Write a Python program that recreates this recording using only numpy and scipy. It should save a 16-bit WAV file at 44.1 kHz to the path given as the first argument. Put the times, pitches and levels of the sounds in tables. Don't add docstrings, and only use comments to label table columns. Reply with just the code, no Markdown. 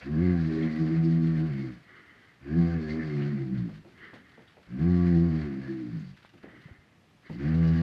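import sys
import numpy as np
from scipy import signal
from scipy.fft import rfft, irfft, next_fast_len
from scipy.io import wavfile
from scipy.ndimage import uniform_filter1d

SR = 44100
rng = np.random.default_rng(int(sys.argv[2]) if len(sys.argv) > 2 else 0)


def put_to_file(sound):
    columns = np.atleast_2d(sound).T
    safe = np.clip(columns, -1, 1)
    whole_steps = np.round(safe * 32767)
    wavfile.write(sys.argv[1], SR, whole_steps.astype(np.int16))


N = 344862
TIME = np.arange(N) / SR

# t/s, pitch/Hz, fundamental/dB, boom at 100-200 Hz/dB, growl above it/dB
ROARS = [
    [(.02, 64.3, -54, -52.5, -81), (.07, 65.3, -50, -44.5, -40.5), (.12, 77.8, -39, -32, -35.5),
     (.17, 76.8, -39, -26, -31), (.235, 89.5, -28, -24, -29), (.32, 89.7, -29.5, -25.5, -28.5),
     (.375, 84.5, -33.5, -30, -34.5), (.46, 81.3, -40, -31.5, -37), (.52, 80, -45.5, -36.5, -32),
     (.665, 80.14, -49, -30, -31.5), (.725, 76.5, -56, -45.5, -36), (.775, 78.7, -53, -40, -33.5),
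     (.815, 80.5, -46, -25, -32.5), (.89, 78.7, -50, -31, -31), (.98, 82.1, -47, -24.5, -35.5),
     (1.14, 82.15, -46.5, -24.5, -35.5), (1.3, 81.5, -45.5, -26.5, -34.5), (1.38, 78.2, -47, -28.5, -34),
     (1.46, 81, -43, -28.5, -32.5), (1.53, 68.16, -53, -34, -44), (1.66, 64.8, -58, -34.5, -38.5),
     (1.73, 60.33, -57, -44, -53.5), (1.79, 56.4, -69, -60.5, -68)],
    [(2.42, 65, -60, -50.5, -63), (2.47, 68.75, -50.5, -49.5, -40.5), (2.53, 77.6, -36.5, -33.5, -35),
     (2.6, 84.5, -35, -24.5, -30.5), (2.71, 84.35, -34.5, -28.5, -32.5), (2.775, 82.3, -36.5, -30.5, -37),
     (2.84, 76, -48.5, -45, -39), (2.92, 77.76, -42, -39, -35.5), (2.98, 79.84, -46, -44, -33.5),
     (3.06, 76.5, -50, -35, -34.5), (3.2, 72.1, -62, -30, -39), (3.29, 71.9, -56, -31.5, -43),
     (3.41, 67.54, -61, -29.5, -40), (3.5, 64.27, -53, -36, -42), (3.6, 63.2, -49, -30, -48.5),
     (3.68, 53.8, -64, -43.5, -47.5), (3.75, 52.44, -61, -39, -61), (3.83, 52.55, -63, -53, -63)],
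    [(4.67, 56, -57, -66, -66), (4.73, 60.7, -63, -39.5, -47.5), (4.78, 65, -46, -42, -41.5),
     (4.82, 80.6, -35, -27.5, -31.5), (4.91, 89.5, -27, -23.5, -31.5), (5, 88.26, -29, -25, -31),
     (5.09, 86.9, -30.5, -24.5, -32.5), (5.17, 83.57, -31, -23.5, -30.5),
     (5.28, 84.93, -31.5, -26.5, -32.5), (5.33, 79.75, -38.5, -29, -34), (5.45, 74.57, -39.5, -37.5, -38.5),
     (5.53, 66.5, -55, -40, -41), (5.66, 67.73, -59, -42, -41.5), (5.83, 63.4, -68, -43, -48),
     (5.98, 53.9, -62.5, -38.5, -51.5), (6.04, 48.84, -71, -43.5, -57), (6.15, 47.25, -61, -52, -72.5)],
    [(7.3, 54.9, -69, -47.5, -52), (7.35, 55.86, -60, -41, -53.5), (7.4, 66.9, -46, -46, -43),
     (7.46, 74.7, -38.5, -27.5, -35), (7.51, 78.4, -37, -28.5, -33), (7.58, 83.63, -29.5, -27, -35),
     (7.68, 81.66, -32.5, -25.5, -34), (7.74, 82.6, -30, -25.5, -37), (7.85, 81.45, -37, -25, -34)],
]
# f/Hz, level/dB
NECK_RESPONSE = [(100, -13.5), (122, -5.5), (140, 0), (165, 2.43), (200, 0.1), (250, 0.5), (290, -2.5),
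                 (325, -1), (352, -0.5), (385, -12.5), (410, -20.5), (460, -25)]
# f/Hz, level/dB
OVERTONE_SPECTRUM = [(300, -12.5), (490, 2.5), (545, 1.5), (605, -7), (690, 3), (770, -3), (840, -12.5),
                     (950, -18), (1060, -7), (1140, -3.5), (1350, -21), (1600, -7.5), (1900, -22),
                     (2200, -16.5)]
# f/Hz, level/dB
SAC_SPECTRUM = [(30, -29), (70, -3.5), (150, 0.5), (250, 1.5), (350, 8.5), (440, -16.5), (620, -28.5),
                (1000, -54)]
# start/s, duration/s, fourth partial lift/dB, overtone lift/dB
FULL_NECK = [(.159, 0.26, -3, -2), (2.533, 0.51, -3.5, 0), (4.809, 1, -1.5, 0.5), (7.529, .45, -5.5, 5.5)]
# start/s, end/s, centre/Hz, lift/dB
MOANS = [(0.31, 0.442, 767, 15), (0.389, 0.702, 411, 10.5), (0.173, .4, 525, 6.5), (0.483, 0.807, 540, 6),
         (2.576, 2.8, 748, 12.5), (2.548, 2.78, 1090, 5.5), (2.554, 2.777, 1188, 7),
         (2.62, 2.835, 476.5, 16), (2.734, 3.016, 406, 11.5), (2.843, 3.048, 535, 8.5),
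         (3.107, 3.361, 364.2, 6.5), (3.15, 3.361, 701.3, 5), (3.417, 3.624, 323.3, 1),
         (4.86, 4.959, 816, 9), (4.851, 5.121, 713, 4.5), (4.947, 5.14, 1130, 6.5),
         (5.091, 5.217, 744.4, 10.5), (5.099, 5.323, 505.8, 2.5), (5.633, 5.92, 316, 12.5),
         (7.529, 7.899, 416, 10.5), (7.424, 7.9, 502.5, 5), (7.551, 7.9, 830, 5.5)]
# start/s, end/s, rate/Hz, slowing/(Hz/s), depth/1
WOBBLE = (0.81, 1.7, 8.27, 6.1, 0.22)
# t/s, throat level/dB, beak level/dB, wheeze centre/Hz
EXHALATIONS = [
    [(0.0, -53, -62, 1873), (0.034, -47.5, -62, 1761), (0.09, -53, -70, 1834), (0.262, -48.5, -63.5, 1837),
     (0.486, -48.5, -60.5, 1726), (0.658, -45.5, -62.5, 1948), (0.856, -51, -61.5, 1784),
     (0.952, -47.5, -63.5, 2001), (1.018, -51, -69, 1939), (1.044, -51.5, -61.5, 1825),
     (1.556, -50.5, -69, 1772), (1.616, -51, -63.5, 1944), (1.82, -59, -80, 1854)],
    [(2.42, -55, -74, 1830), (2.475, -50.5, -71, 1717), (2.586, -50.5, -64.5, 1788),
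     (2.856, -48.5, -64.5, 1698), (2.902, -48, -58.5, 1995), (2.996, -48, -63, 1740),
     (3.102, -48, -63, 2000), (3.242, -46, -63.5, 1805), (3.534, -60.5, -73.5, 1920),
     (3.582, -51, -64.5, 1850), (3.628, -54.5, -71, 1774), (3.82, -67, -75, 1842)],
    [(4.68, -53, -78, 1812), (4.692, -57, -66, 1714), (4.73, -58.5, -82, 1748), (4.814, -50, -65, 1795),
     (5.174, -50.5, -61.5, 1825), (5.23, -53.5, -65.5, 1710), (5.424, -45.5, -62, 1793),
     (5.508, -52, -69.5, 1820), (5.636, -52.5, -69, 1688), (6.098, -61.5, -71, 1829), (6.2, -88, -84, 1960)],
    [(7.33, -73, -58, 1863), (7.38, -56.5, -73, 1848), (7.44, -45.5, -65, 1658), (7.56, -46.5, -64, 1826),
     (7.7, -48, -60.5, 1670), (7.87, -48.5, -60, 1676)],
]
# f/Hz, level/dB
THROAT_SPECTRUM = [(300, -12.5), (520, -0.5), (610, -5), (720, -3.5), (860, -12), (970, -7), (1120, -4.5),
                   (1300, -3.5), (1600, -0.5), (2130, -2), (2400, -7), (3200, -18.5), (4200, -33.5),
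                   (7000, -55)]
# f/Hz, level/dB
BEAK_SPECTRUM = [(1800, -25.5), (2900, 5), (3700, 3.5), (4500, 8.5), (5300, -0.5), (6500, -7.5),
                 (8000, -15.5), (10000, -33), (13000, -28.5)]
# start/s, end/s, first centre/Hz, last centre/Hz, level/dB
RASPS = [(.11, .43, 1680, 1600, -54), (.19, .37, 2130, 1975, -52.5), (.56, .72, 1850, 1777, -52.5),
         (.59, .81, 2150, 1910, -52), (.87, 1.01, 2100, 2122, -62), (1.08, 1.43, 1880, 1857, -60.5),
         (1.5, 1.67, 2200, 2105, -58.5), (2.48, 2.62, 1620, 1693, -53.5), (2.59, 2.82, 2130, 2095, -59.5),
         (2.66, 2.77, 1650, 1530, -55), (2.81, 2.93, 1540, 1868, -48.5), (2.87, 2.95, 2050, 2130, -49.5),
         (2.97, 3.05, 1750, 1746, -45.5), (2.99, 3.05, 2080, 2066, -47), (3.07, 3.16, 2120, 2100, -51),
         (3.36, 3.47, 2060, 2078, -58), (4.88, 5.24, 1950, 1896, -57), (5.31, 5.49, 1680, 2044, -58),
         (5.59, 5.74, 1670, 1790, -53), (7.45, 7.6, 1680, 2019, -61), (7.6, 7.82, 1640, 1662, -57.5),
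         (7.72, 7.82, 1950, 1850, -53), (7.55, 7.82, 2950, 2870, -63)]
# start/s, end/s, attack/s, hold/s, level/dB, fade/(dB/s)
INHALATIONS = [(1.822, 2.46, 0.071, 0.038, -54, 18), (3.921, 4.7, 0.091, 0.019, -51, 36.5),
               (6.383, 7.08, 0.1, 0.22, -58, 60), (7.225, 7.45, 0.057, .02, -54, 25)]
# f/Hz, level/dB
INTAKE_SPECTRUM = [(80, -13), (170, -3), (380, 0.5), (560, -15.5), (950, -14.5), (1200, -3), (1450, -1.5),
                   (1850, 0.5), (2100, 3.5), (2450, -19.5), (3050, -9), (3700, -23), (4600, -21),
                   (7000, -56)]
# t/s, thud level/dB, knock level/dB
BUMPS = [(3.688, -51, -55.5), (3.847, -47, -57), (4.129, -46, -50), (4.376, -53.5, -54.5),
         (4.568, -63, -55.5), (6.337, -52, -63), (6.435, -46, -49), (6.53, -49, -64), (6.682, -55, -61),
         (6.878, -75, -73), (7.298, -37, -48.5)]
# f/Hz, level/dB
THUD_SPECTRUM = [(30, -18), (70, -6), (150, 2), (250, 3), (350, 3.5), (440, -15.5), (620, -28), (1000, -53)]
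# f/Hz, level/dB
KNOCK_SPECTRUM = [(250, -0.5), (480, 11.5), (750, 8), (1100, -4), (1600, -4), (2600, -9), (5000, -43.5)]
# t/s, level/dB
CLACKS = [(4.134, -51), (4.377, -47), (6.249, -38.5), (6.436, -40), (7.299, -39.5)]
# t/s, level/dB, f/Hz
THUMPS = [(6.654, -38.5, 146), (6.71, -39, 92), (6.784, -48, 85), (6.972, -53, 144.1)]
# t/s, level/dB, centre/Hz
SCRAPES = [(0.014, -47.5, 2550), (0.6254, -50.5, 3420), (1.045, -56, 4897), (2.8948, -53, 4395),
           (3.2165, -51.5, 2950), (3.5737, -58, 3848), (4.473, -60, 3427), (5.99, -72, 6524),
           (6.14, -66, 2788), (6.243, -67, 3370), (6.371, -63, 2520), (7.256, -65, 4180),
           (7.295, -67, 4467), (7.325, -63, 2906), (7.67, -56, 5000)]
# t/s, level/dB
RUSTLE = [(1.6, -62.5), (2.1, -73), (3, -66.5), (4.3, -66), (6.25, -66), (6.6, -68.5), (7.1, -85),
          (7.35, -62.5)]
# delay/s, level/dB
ECHOES = [(.0031, -30.5), (.0074, -14), (0.0093, -13), (0.017, -28), (0.024, -16.5), (0.034, -20)]
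# f/Hz, level/dB
PEN_SPECTRUM = [(32, -39), (55, -0.5), (125, 5.5), (249, 0.5), (554, -8.5), (712, -8), (959, -12),
                (1230, -9.5), (1510, -16.5), (1740, -10), (2450, -13), (4540, -21), (9230, -32.5),
                (13000, -34.5)]


def roar(scatter_rad=0.3, smear_rad=0.91, rattle_db=-19, slack_rattle_db=18, overtone_db=-26,
         slack_dull_db=3, flutter_db=2, base_sway=0.17, groan_sway=0.28, third_sway=0.36, sway_hz=17):
    gate, hz, fundamental_db, boom_db, growl_db = controls(ROARS, fade_s=0.02)
    fourth_db, bright_db = inflation()
    slack = np.interp(hz, [55, 75], [1, 0])
    blur = np.interp(uniform_filter1d(hz, SR // 6), [80, 85], [1, 0])
    waver = (.004 + .005 * blur) * walk(26) + .022 * slack * walk(60)
    stumble_rad = (.025 + .03 * blur) * walk(80)
    shimmer_db = .5 + .4 * blur + .6 * slack
    even_phase = 2 * np.pi * np.cumsum(hz * (1 + waver)) / SR
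    phase = even_phase + stumble_rad
    wobbling_db = growl_db + wobble()
    boom = undb(fundamental_db + shimmer_db * walk(45)) * np.cos(phase)
    for k in range(2, 6):
        growl_share = np.interp(k * hz, [195, 222], [0, 1])
        drive_db = (1 - growl_share) * boom_db + growl_share * wobbling_db
        db = drive_db + colour_db(NECK_RESPONSE, k * hz) + moans(k * hz) + (k == 4) * fourth_db
        depth = base_sway + (third_sway if k == 3 else groan_sway) * (slack if k == 2 else np.sqrt(blur))
        sway = (1 + depth * (walk(sway_hz) + 1j * walk(sway_hz))) / np.sqrt(1 + 2 * depth ** 2)
        lag_rad = np.interp(k * hz, [170, 350], [0, .9]) + smear_rad * blur * (k - 3) ** 2
        partial = np.real(sway * np.exp(1j * (k * phase - lag_rad)))
        boom += undb(db + shimmer_db * np.sqrt(k / 2) * walk(45)) * partial
    buzz = np.zeros(N)
    for k in range(6, 24):
        db = colour_db(OVERTONE_SPECTRUM, k * hz) + moans(k * hz) + flutter_db * walk(12)
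        buzz += undb(db) * np.cos(k * even_phase + rng.uniform(0, 2 * np.pi) + scatter_rad * walk(35))
    buzz *= undb(growl_db + overtone_db + bright_db - slack_dull_db * slack)
    bursts = undb(slack_rattle_db * slack) * (1 + .6 * np.cos(phase))
    rattle = undb(growl_db + rattle_db) * bursts * noise(SAC_SPECTRUM)
    return gate * (np.sqrt(2) * (boom + buzz) + rattle), phase


def inflation(inflate_s=0.023):
    lifts = sum(np.outer(dbs, (TIME > s) & (TIME < s + length_s)) for s, length_s, *dbs in FULL_NECK)
    return uniform_filter1d(lifts, int(inflate_s * SR), axis=1)


def moans(hz, width_hz=42, ease_s=.05):
    lift = np.zeros(N)
    for start_s, end_s, centre_hz, db in MOANS:
        now = slice(int(start_s * SR), int(end_s * SR))
        held = np.clip(np.minimum(TIME[now] - start_s, end_s - TIME[now]) / ease_s, 0, 1)
        lift[now] += db * held * np.exp(-((hz[now] - centre_hz) / width_hz) ** 2)
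    return lift


def wobble():
    start_s, end_s, rate_hz, slowing_hz_per_s, depth = WOBBLE
    t = TIME - start_s
    beat = abs(1 + depth * np.exp(2j * np.pi * (rate_hz - slowing_hz_per_s * t / 2) * t))
    gate = uniform_filter1d(1. * ((TIME > start_s) & (TIME < end_s)), SR // 20)
    return 20 * np.log10(beat) * gate


def blown_air(phase, throb=0.19, whistle_hz=4400, flicker_db=1.47, gust_db=0.76):
    gate, throat_db, beak_db, wheeze_hz = controls(EXHALATIONS, fade_s=0.12)
    throat = undb(-3) * noise(THROAT_SPECTRUM)
    throat += undb(-12) * resonance(wheeze_hz * (1 + .045 * walk(14)), width_hz=170)
    beak = noise(BEAK_SPECTRUM)
    beak += undb(-8) * resonance(whistle_hz * (1 + .047 * walk(5.3)), width_hz=260)
    throat *= undb(throat_db + flicker_db * walk(40))
    beak *= undb(beak_db + flicker_db * walk(45))
    return gate * undb(gust_db * walk(15)) * (1 + throb * np.cos(phase)) * (throat + beak)


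def rasps(phase, width_hz=110, ease_s=0.027, throb=0.5, gain_db=-1):
    out, ring = np.zeros(N), ringing(width_hz)
    for row, (start_s, end_s, first_hz, last_hz, db) in enumerate(RASPS):
        t = TIME[(TIME > start_s) & (TIME < end_s)]
        hz = np.interp(t, [start_s, end_s], [first_hz, last_hz])
        held = np.clip(np.minimum(t - start_s, end_s - t) / ease_s, 0, 1)
        amplitude = np.roll(ring, row * SR // 3)[:len(t)]
        band = unit(np.real(amplitude * np.exp(2j * np.pi * np.cumsum(hz) / SR)))
        add(out, start_s, undb(db + gain_db) * held * band)
    return out * (1 + throb * np.cos(phase))


def drawn_air(glottis_hz=1870, release_s=0.17, flicker_db=2.0):
    air = undb(-2) * noise(INTAKE_SPECTRUM) + undb(-7) * resonance(glottis_hz, width_hz=260)
    flow = np.zeros(N)
    for start_s, end_s, attack_s, hold_s, db, fade_db_per_s in INHALATIONS:
        opening = np.clip((TIME - start_s) / attack_s, 0, 1) * np.clip((end_s - TIME) / release_s, 0, 1)
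        fading_s = np.maximum(TIME - start_s - attack_s - hold_s, 0)
        flow += opening * undb(db - fade_db_per_s * fading_s)
    return flow * undb(flicker_db * walk(30)) * air


def bumps(rise_s=0.0008, knock_decay_s=0.036, thud_gain_db=-1, knock_gain_db=2):
    out, t = np.zeros(N), TIME[:SR // 4]
    fade = np.exp(-t / knock_decay_s)
    for s, thud_db, knock_db in BUMPS:
        thud = undb(thud_db + thud_gain_db) * fade ** 0.61 * noise(THUD_SPECTRUM, len(t))
        knock = undb(knock_db + knock_gain_db) * fade * noise(KNOCK_SPECTRUM, len(t))
        add(out, s, (1 - np.exp(-t / rise_s)) * (thud + knock))
    return out


def clacks(stone_hz=880, swell_s=0.00033, gain_db=1):
    out, t = np.zeros(N), TIME[:SR // 50]
    for s, db in CLACKS:
        add(out, s, undb(db + gain_db) * pulse(t, swell_s) ** 2 * np.sin(2 * np.pi * stone_hz * t))
    return out


def thumps(swell_s=0.0062):
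    out, t = np.zeros(N), TIME[:SR // 8]
    for s, db, hz in THUMPS:
        add(out, s, undb(db) * pulse(t, swell_s) ** 2 * np.sin(2 * np.pi * hz * t))
    return out


def scrapes(swell_s=0.0081, gain_db=-2):
    out, t = np.zeros(N), TIME[:SR // 6]
    for s, db, hz in SCRAPES:
        quill = noise([(hz / 2, -32), (hz * 0.7, -16), (hz, 0), (hz * 1.22, -16), (hz * 2, -48)], len(t))
        add(out, s, undb(db + gain_db) * pulse(t, swell_s) * quill)
    return out


def feathers(contacts_per_s=110, rise_s=.002, decay_s=0.0082):
    contacts = 1. * (rng.random(N) < contacts_per_s / SR)
    t = TIME[:SR // 10]
    grains = signal.fftconvolve(contacts, (1 - np.exp(-t / rise_s)) * np.exp(-t / decay_s))[:N]
    friction = noise([(600, -13.5), (1500, 4.5), (4500, -6.5), (7000, -23.5), (13000, -29.5)])
    return undb(np.interp(TIME, *np.transpose(RUSTLE))) * unit(grains * friction)


def reflect(x, above_hz=1300, t60_s=1.0, tail_db=-23, tail_delay_s=.012):
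    bright = signal.sosfilt(signal.butter(4, above_hz, "high", fs=SR, output="sos"), x)
    out = x.copy()
    for delay_s, db in ECHOES:
        add(out, delay_s, undb(db) * bright)
    t = TIME[:SR // 2]
    tail = rng.standard_normal(len(t)) * np.exp(-np.log(1000) * t / t60_s)
    add(out, tail_delay_s, undb(tail_db) * signal.fftconvolve(x, tail / np.linalg.norm(tail)))
    return out


def pen_air(level_db=-62, drift_db=0.42):
    return undb(level_db + drift_db * walk(3.8)) * noise(PEN_SPECTRUM)


def resonance(hz, width_hz):
    return unit(np.real(ringing(width_hz) * np.exp(2j * np.pi * np.cumsum(hz * np.ones(N)) / SR)))


def ringing(width_hz):
    stir = rng.standard_normal(N) + 1j * rng.standard_normal(N)
    return signal.sosfilt(signal.butter(2, width_hz / 2, fs=SR, output="sos"), stir)


def noise(points, size=N):
    n = next_fast_len(size)
    gain = undb(colour_db(points, np.fft.rfftfreq(n, 1 / SR)))
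    return unit(irfft(rfft(rng.standard_normal(n)) * gain, n)[:size])


def colour_db(points, hz):
    f, db = np.transpose(points)
    return np.interp(np.log(hz + 1e-3), np.log(f), db)


def walk(rate_hz):
    levels = rng.standard_normal(4096)
    return unit(np.interp(TIME * rate_hz, np.arange(len(levels)), levels))


def controls(tables, fade_s):
    s, *columns = np.vstack(tables).T
    gate = sum(1. * ((TIME >= rows[0][0]) & (TIME <= rows[-1][0])) for rows in tables)
    return [uniform_filter1d(gate, int(fade_s * SR))] + [np.interp(TIME, s, c) for c in columns]


def pulse(t, peak_s):
    return t / peak_s * np.exp(1 - t / peak_s)


def add(out, s, sound):
    start = max(int(s * SR), 0)
    out[start:start + len(sound)] += sound[:N - start]


def undb(db):
    return np.exp(np.asarray(db) * (np.log(10) / 20))


def unit(x):
    return x / np.sqrt(np.mean(x ** 2))


def scene():
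    voice, phase = roar()
    breath = blown_air(phase) + rasps(phase) + drawn_air()
    movement = bumps() + clacks() + thumps() + scrapes() + feathers()
    return (reflect(voice + breath + movement) + pen_air())[None]


def record(dry, low_cut_hz=24, top_hz=13150, fade_s=.004):
    thinned = signal.sosfilt(signal.butter(2, low_cut_hz, "high", fs=SR, output="sos"), dry)
    closing = np.minimum((TIME[-1] - TIME) / fade_s, 1)
    return signal.sosfilt(signal.ellip(10, .2, 70, top_hz, fs=SR, output="sos"), thinned * closing)


dry = scene()
out = record(dry)
put_to_file(out)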